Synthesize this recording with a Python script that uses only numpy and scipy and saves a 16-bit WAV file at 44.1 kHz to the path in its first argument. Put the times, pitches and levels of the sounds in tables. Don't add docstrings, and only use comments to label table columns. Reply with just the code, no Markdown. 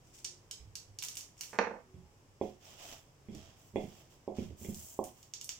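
import sys
import numpy as np
from scipy import signal
from scipy.fft import rfft, irfft
from scipy.io import wavfile
from scipy.ndimage import uniform_filter1d

SR = 44100
rng = np.random.default_rng(int(sys.argv[2]) if len(sys.argv) > 2 else 0)


def digitize_waveform(pressure):
    field = np.atleast_2d(pressure).T
    bounded = np.clip(field, -1, 1)
    quanta = np.round(bounded * 32767).astype(np.int16)
    wavfile.write(sys.argv[1], SR, quanta)


N = 246519
TIME = np.arange(N) / SR
RING_TIME = np.arange(SR * 3 // 4) / SR


def undb(db):
    return 10 ** (np.asarray(db) / 20)


def unit_rms(x):
    return x / np.sqrt(np.mean(x ** 2))


def unit_hit(x):
    return x / np.sqrt(np.sum(x ** 2) / (SR / 100))


def along(points, hz):
    point_hz, value = np.transpose(points)
    return np.interp(np.log(np.maximum(hz, 1)), np.log(point_hz), value)


def colour(x, points):
    size = 4096
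    gain = undb(along(points, np.arange(size // 2 + 1) * SR / size))
    cepstrum = irfft(np.log(gain))
    cepstrum[1:size // 2] *= 2
    cepstrum[size // 2 + 1:] = 0
    impulse_response = irfft(np.exp(rfft(cepstrum)))
    return signal.fftconvolve(x, impulse_response)[:len(x)]


def lowpass(x, hz, order):
    return signal.sosfilt(signal.butter(order, min(hz, SR / 3), fs=SR, output="sos"), x)


def fade(t60):
    return np.exp(-np.log(1000) * RING_TIME / t60)


def ring(modes, longest_t60=.38):
    return sum((-1) ** k * undb(db) * fade(min(t60, longest_t60)) * np.sin(2 * np.pi * hz * RING_TIME)
               for k, (hz, db, t60) in enumerate(modes))


def add(track, start, x):
    i = int(start * SR)
    track[i:i + len(x)] += x[:N - i]


def pan(x, right_db):
    return x * undb(np.array([[-right_db], [right_db]]) / 2)


def wander(rate_hz):
    hold = int(SR / rate_hz)
    steps = np.repeat(rng.standard_normal(N // hold + 1), hold)
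    return unit_rms(uniform_filter1d(steps, hold)[:N])


def diffuse(size, alike_hz=700):
    hz = np.arange(size // 2 + 1) * SR / size
    alike = .85 / (1 + (hz / alike_hz) ** 4)
    mid, side = rfft(rng.standard_normal((2, size)))
    common = mid * np.sqrt((1 + alike) / 2)
    opposed = side * np.sqrt((1 - alike) / 2)
    return irfft(np.array([common + opposed, common - opposed]), size)


def gesture(start, length, attack_s, t60):
    t = TIME - start
    release = np.exp(-np.log(1000) * np.maximum(t - length, 0) / t60)
    return np.clip(t / attack_s, 0, 1) * release


def friction(spectrum):
    slips = undb(2 * wander(600) + .8 * wander(35))
    return unit_rms(np.array([colour(channel * slips, spectrum) for channel in diffuse(N)]))


# (frequency [Hz], relative level [dB])
AIR_SPECTRUM = [(12, -42), (25, -6), (60, -8), (130, -2.5), (200, -13.5), (370, -12.5), (700, -18),
                (1050, -19), (1400, -25.5), (2900, -26.5), (4200, -33.5), (5200, -26), (7500, -29.5),
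                (9000, -38), (13000, -39), (15000, -39.5)]
# (start [s], length [s], frequency [Hz], peak level [dB])
FAINT_TONES = [(0.187, 0.25, 357, -64.5), (0.522, .13, 426, -70), (1.818, 0.28, 372.5, -62),
               (1.95, 0.25, 835, -72.5)]


def room_tone(air_db=-63.5, hum_hz=93, hum_db=-73):
    air = unit_rms(np.array([colour(channel, AIR_SPECTRUM) for channel in diffuse(N)]))
    air *= undb(air_db + .6 * wander(3))
    hum_phase = 2 * np.pi * np.cumsum(hum_hz + 3 * wander(6)) / SR
    tones = np.sin(hum_phase) * undb(hum_db + 2.5 * wander(3.6))
    for start, length, hz, db in FAINT_TONES:
        t = TIME[:int(length * SR)]
        swell = undb(db) * np.sin(np.pi * t / length)
        add(tones, start, swell * np.sin(2 * np.pi * hz * t))
    return air + tones


# (start [s], length [s], level [dB])
HAND_MOVES = [(0.035, 0.12, -71), (0.129, 0.07, -61.5), (1.025, .19, -58), (1.371, .17, -59.5)]
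# (frequency [Hz], relative level [dB])
RUSTLE_SPECTRUM = [(100, -55), (400, -30), (1200, -12), (3000, -1), (4200, -10), (5500, 5), (7800, 1),
                   (10000, -12), (15000, -11)]


def rustle(attack_s=0.014, t60=0.33):
    effort = sum(undb(db) * gesture(start, length, attack_s, t60) for start, length, db in HAND_MOVES)
    return friction(RUSTLE_SPECTRUM) * effort


def crinkles(count=5, below_rustle_db=6, scatter_db=3.5, ring_hz=6100, spread_octaves=0.34):
    body_db, snap_db, clink_db = -8, -2, -20
    rows = []
    for start, length, rustle_db in HAND_MOVES:
        for when, (size, pitch) in zip(rng.random(count), rng.standard_normal((count, 2))):
            db = rustle_db - below_rustle_db + scatter_db * size
            hz = ring_hz * 2 ** (spread_octaves * pitch)
            rows.append((start + when * length, db, hz, body_db, snap_db, clink_db))
    return rows


# (time [s], level [dB], ring pitch [Hz], body [dB], snap [dB], clink [dB])
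LIGHT_CLICKS = [(.245, -43.5, 8040, -24, -12, -20), (.2485, -39.5, 5460, -17, -21, -20),
                (.511, -41.5, 5000, -18, -4, 7), (.7542, -42.5, 4880, -25, -7, -1.5),
                (.9875, -42.5, 5240, -36, -10, -4), (1.024, -43, 4470, 6, 1.5, -20),
                (1.028, -45, 5560, -3, 4, -20), (1.037, -42, 5330, -7, -5, -20),
                (1.049, -44.5, 5840, -13, 2, -22), (1.085, -43, 5500, -34, -5, -25),
                (1.1542, -50, 6500, -6, 2.5, -16), (1.170, -43, 5900, -14.5, -21, -27),
                (1.175, -45, 5400, -5, 7, -22), (1.209, -49.5, 5570, -15, -9, -31),
                (1.369, -72, 6500, 17, 17, -20), (1.4096, -40.5, 5170, -6.5, -3.5, -9),
                (1.4349, -50, 5200, 8.5, 10, -26), (3.349, -57.5, 5770, -9, -5, -10),
                (4.387, -66, 5500, -6, -11, -18), (4.745, -51.5, 6940, -15, -4, -9),
                (5.0408, -49.5, 7200, 7, 25, -20), (5.229, -58, 5900, -15, -9, -21),
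                (5.3369, -42, 5680, -22.5, -15, -31), (5.4124, -45, 5800, -18, -8.5, -11),
                (5.4442, -47.5, 6860, -31, 12, 0), (5.4916, -38.5, 5780, -10.5, -11.5, -38)]
# (frequency [multiple of the ring pitch], relative level [dB])
CLICK_PARTIALS = [(0.591, -4), (0.791, -2.5), (0.997, -0.5), (1.28, -7.5)]
# (frequency [Hz], relative level [dB])
BODY_SPECTRUM = [(300, -50), (700, -1), (1200, -2), (1900, 2.5), (2900, 11), (3600, 8), (5000, -5.5),
                 (9000, -8)]
SNAP_SPECTRUM = [(2000, -55), (6000, 2.5), (9000, 4), (12000, -3), (15000, -1.5), (16000, -34)]
# (frequency [Hz], relative level [dB], t60 [s])
CLINK_MODES = [(1620, -22.5, 0.031), (2805, -6, 0.034), (3100, -11, .02), (3850, -3, .02), (4380, -15, .02),
               (4960, 4, 0.034), (5200, 2.5, 0.023), (5400, -21, 0.027), (6190, 6, .03), (6660, 6, 0.02),
               (7140, -7, 0.026), (7180, -2.5, 0.039), (7900, -5.5, .035), (8260, -7.5, 0.018)]


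def clicks(ring_t60=0.0016, clink_scatter_db=6.0):
    direct = np.zeros(N)
    tick = signal.unit_impulse(len(RING_TIME))
    body = unit_hit(colour(tick, BODY_SPECTRUM))
    snap = unit_hit(colour(tick, SNAP_SPECTRUM))
    clink_partials = np.array([(-1) ** k * ring([mode]) for k, mode in enumerate(CLINK_MODES)])
    contacts = list(LIGHT_CLICKS) + crinkles()
    spots = rng.standard_normal((len(contacts), len(CLINK_MODES)))
    for (start, db, ring_hz, body_db, snap_db, clink_db), spot in zip(contacts, spots):
        modes = [(ring_hz * ratio, mode_db, ring_t60) for ratio, mode_db in CLICK_PARTIALS]
        tone = unit_hit(lowpass(np.diff(ring(modes), prepend=0), 8500, order=8))
        clink = unit_hit(undb(clink_scatter_db * spot) @ clink_partials)
        click = tone + undb(body_db) * body - undb(snap_db) * snap + undb(clink_db) * clink
        add(direct, start, undb(db) * unit_hit(click))
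    return pan(table_top(direct, echo_db=3, t60=.02) + kitchen(direct), right_db=4.5)


def table_top(x, echo_db, t60=0.013):
    scatter = diffuse(len(RING_TIME)) * fade(t60)
    scatter /= np.linalg.norm(scatter, axis=1, keepdims=True)
    echoes = signal.fftconvolve(x[None], scatter, axes=1)[:, :N]
    return (x + undb(echo_db) * echoes) / np.hypot(1, undb(echo_db))


# (band centre [Hz], t60 [s])
KITCHEN_DECAY = [(100, 0.41), (400, 0.2), (1200, 0.34), (3000, 0.31), (7000, 0.29), (15000, 0.24)]


def kitchen(x, gap_s=0.0043, build_s=0.00067):
    size = len(RING_TIME)
    hz = np.arange(size // 2 + 1) * SR / size
    noise_spectrum = rfft(diffuse(size))
    centres = np.array(KITCHEN_DECAY)[:, 0]
    onset = np.clip((RING_TIME - gap_s) / build_s, 0, 1)
    tail = 0
    for share, (_, t60) in zip(np.eye(len(centres)), KITCHEN_DECAY):
        band = irfft(noise_spectrum * along(np.c_[centres, share], hz), size)
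        envelope = fade(t60) * onset
        tail = tail + band * envelope / np.linalg.norm(envelope)
    return signal.fftconvolve(x[None], tail, axes=1)[:, :N]


# (time [s], level [dB], contact cut-off [Hz], table thump [dB], wall rattle [dB], thud into room [dB])
SPOON_KNOCKS = [(.597, -49.5, 84.4, -4, -20.5, 0), (0.657, -54, 122, 6, -42, 1),
                (0.875, -58, 120, -4, -41, 5), (1.941, -45.5, 210, 9.5, -30, 1),
                (2.412, -29.5, 700, -8, -28.5, -3), (3.285, -42, 265, -28, -24, 3),
                (3.338, -53.5, 382, 9.5, -22, 11), (3.738, -47.5, 251, -21, -32, 8.5),
                (3.758, -29.5, 634, -21, -18.5, -0.5), (3.84, -39.5, 243, -4.5, -26, -6),
                (4.277, -35.5, 700, -8.5, -36, 0.5), (4.384, -31.5, 300, 1.5, -28, -1.5),
                (4.480, -46, 141, -6, -39, -4), (4.506, -46.5, 396, 13, -37, -1),
                (4.612, -44.5, 270, 10, -27, 3.5), (4.647, -47, 513, 6, -10, 1.5),
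                (4.686, -32.5, 251, 0, -43, -4), (4.990, -29, 1460, -14.5, -45, -5)]
# (frequency [Hz], relative level [dB], t60 [s], capped at longest_t60)
BOWL_MODES = [(207.8, 2.5, 0.043), (215.4, -3, 0.16), (252, -21, 0.9), (347, -15, 0.45), (367, -16, 0.43),
              (422, 7, 0.039), (493, -6.5, 0.096), (537, -5.5, 0.22), (633.3, -1, 0.1), (624, 7, 0.039),
              (732, -7.5, 0.18), (784, 5.5, 0.025), (1083, 7.5, 0.028)]
TABLE_MODES = [(77.5, 0, 0.27), (92, -0.5, 0.045), (124.7, -8.5, 0.18), (171, -15, 0.054)]
WALL_MODES = [(2140, 12, 0.014), (2420, 4, 0.033), (2650, -2.5, 0.06), (3336, 4, 0.032), (6900, -2, 0.0018)]


def bowl_knocks(rebound_s=.029, rebound_octaves=0.1966, rebound_db=-12.5, rebound_softer=0.73,
                flex_share=0.829, flex_top_hz=493, flex_db=2, flex_cycles=17,
                table_db=-9.5, wall_db=-3.0, rattle_room_db=4):
    thuds, room_feed, rattles = np.zeros((3, N))
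    bowl, table = ring(BOWL_MODES), undb(table_db) * ring(TABLE_MODES)
    spots = rng.standard_normal((len(SPOON_KNOCKS), len(WALL_MODES)))
    for (start, db, contact_hz, thump_db, rattle_db, room_db), spot in zip(SPOON_KNOCKS, spots):
        rebound_delay = rebound_s * 2 ** (rebound_octaves * spot[-1])
        contacts = [(0, 0, contact_hz), (rebound_delay, rebound_db, contact_hz * rebound_softer)]
        for delay, drop_db, cutoff_hz in contacts:
            flex_hz = min(flex_share * cutoff_hz, flex_top_hz)
            flex = ring([(flex_hz, flex_db, flex_cycles / flex_hz)])
            cushioned = lowpass(bowl + undb(thump_db) * table - flex, cutoff_hz, order=3)
            thud = undb(db + drop_db) * unit_hit(lowpass(cushioned, 947, order=5))
            add(thuds, start + delay, thud)
            add(room_feed, start + delay, undb(room_db) * thud)
        wall = ring([(hz * (1 + .015 * shift), mode_db, t60)
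                     for (hz, mode_db, t60), shift in zip(WALL_MODES, spot)])
        add(rattles, start, undb(db + rattle_db + wall_db) * unit_hit(np.diff(wall)))
    near = thuds + table_top(rattles, echo_db=29.5)
    room = kitchen(room_feed + undb(rattle_room_db) * rattles)
    return pan(near + room, right_db=5)


# (time [s], level [dB], contact cut-off [Hz], gap to first bounce [s], loss per bounce [dB])
UTENSIL_LANDINGS = [(1.531, -47.5, 5000, .014, 2.5), (1.5878, -24.5, 5630, 0.0067, 27),
                    (1.614, -39, 3400, .014, 1.5), (1.670, -38.5, 1470, .041, 4)]
# (frequency [Hz], relative level [dB], t60 [s], capped at longest_t60)
UTENSIL_MODES = [(199, -10.5, 0.077), (245.7, -22, 0.64), (344, -17.5, 0.14), (468.7, -1.5, 0.077),
                 (530, -4.5, 0.074), (645, 2.5, 0.02), (790, 4, 0.03), (836, 12, 0.011),
                 (1205, -6.5, 0.055), (1317, 0.5, 0.017), (1447, -11, 0.054), (1496, -3, 0.032),
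                 (1680, -1.5, 0.013), (1770, -0.5, 0.035), (2170, -5.5, 0.017), (2500, 0.5, 0.019),
                 (2720, -23, 0.029), (3320, -41, 0.018), (4340, -17.5, 0.035), (5780, -4.5, 0.012),
                 (7160, -9, 0.0068)]


def utensil(crack_db=-6, room_db=-1, bounces=3, gap_shrink=.7, bounce_softer=0.66):
    # (frequency [Hz], relative level [dB])
    crack_spectrum = [(200, -0.5), (700, 4.5), (2700, -2.0), (3400, -14.5), (6200, -13.0), (8500, -24.5)]
    crack = colour(signal.unit_impulse(len(RING_TIME)), crack_spectrum)
    clack = unit_hit(ring(UTENSIL_MODES)) + undb(crack_db) * unit_hit(crack)
    direct = np.zeros(N)
    for start, db, contact_hz, gap, loss_db in UTENSIL_LANDINGS:
        add(direct, start, undb(db) * unit_hit(lowpass(clack, contact_hz, order=2)))
        bounce = unit_hit(lowpass(clack, contact_hz * bounce_softer, order=2))
        delays = np.cumsum(gap * gap_shrink ** np.arange(bounces))
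        for k, delay in enumerate(delays, 1):
            add(direct, start + delay, undb(db - k * loss_db) * bounce)
    direct = lowpass(direct, 6900, order=8)
    return pan(table_top(direct, echo_db=-6) + undb(room_db) * kitchen(direct), right_db=5)


# (start [s], length [s], scrape level [dB], hiss level [dB])
SPOON_STROKES = [(2.399, 0.093, -62.5, -71), (2.591, 0.2, -59, -66), (2.779, 0.16, -52, -57.5),
                 (3.292, 0.2, -60, -74), (3.556, .13, -72, -69.5), (3.74, 0.27, -63, -68),
                 (4.093, .05, -69.5, -72.5), (4.341, 0.1, -57, -67.5), (4.559, 0.2, -63.5, -55),
                 (4.731, 0.21, -67, -53.5), (5.037, 0.019, -60, -57), (5.139, 0.11, -71.5, -68)]
# (frequency [Hz], relative level [dB])
SCRAPE_SPECTRUM = [(200, -2.5), (450, -6), (650, 5.5), (900, -2.5), (1150, -4.5), (1500, -7.5),
                   (2300, -5.5), (3150, 1), (4150, -9.5), (5500, -2.5), (7200, -6.5), (9500, -23),
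                   (15000, -23)]
HISS_SPECTRUM = [(1500, -35), (4200, -12.5), (6000, 2.5), (7400, 7), (9000, -3), (11000, -3.5), (13500, -3),
                 (14900, 3.5), (16000, -2)]


def stirring(attack_share=0.32, arch_db=1, t60=.38):
    press, slide = np.zeros((2, N))
    for start, length, scrape_db, hiss_db in SPOON_STROKES:
        progress = np.clip((TIME - start) / length, 0, 1)
        arch = np.sin(np.pi * progress) - 2 / np.pi
        stroke = gesture(start, length, attack_share * length, t60) * undb(arch_db * arch)
        press += undb(scrape_db) * stroke
        slide += undb(hiss_db) * stroke
    scrape = pan(friction(SCRAPE_SPECTRUM) * press, right_db=3.5)
    hiss = pan(friction(HISS_SPECTRUM) * slide, right_db=3.0)
    return scrape + hiss


def scene():
    return bowl_knocks() + utensil() + clicks() + stirring() + rustle() + room_tone()


def record(dry):
    lean = np.array([(2500, -0.5), (4000, -1), (6000, -1.6), (8000, 5.0), (11000, 0.5), (15000, -2.0)])
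    channels = np.array([colour(dry[0], lean), colour(dry[1], lean * [1, -1])])
    top_cut = signal.ellip(10, .2, 70, 15900, fs=SR, output="sos")
    return signal.sosfilt(top_cut, channels)


dry = scene()
out = record(dry)
digitize_waveform(out)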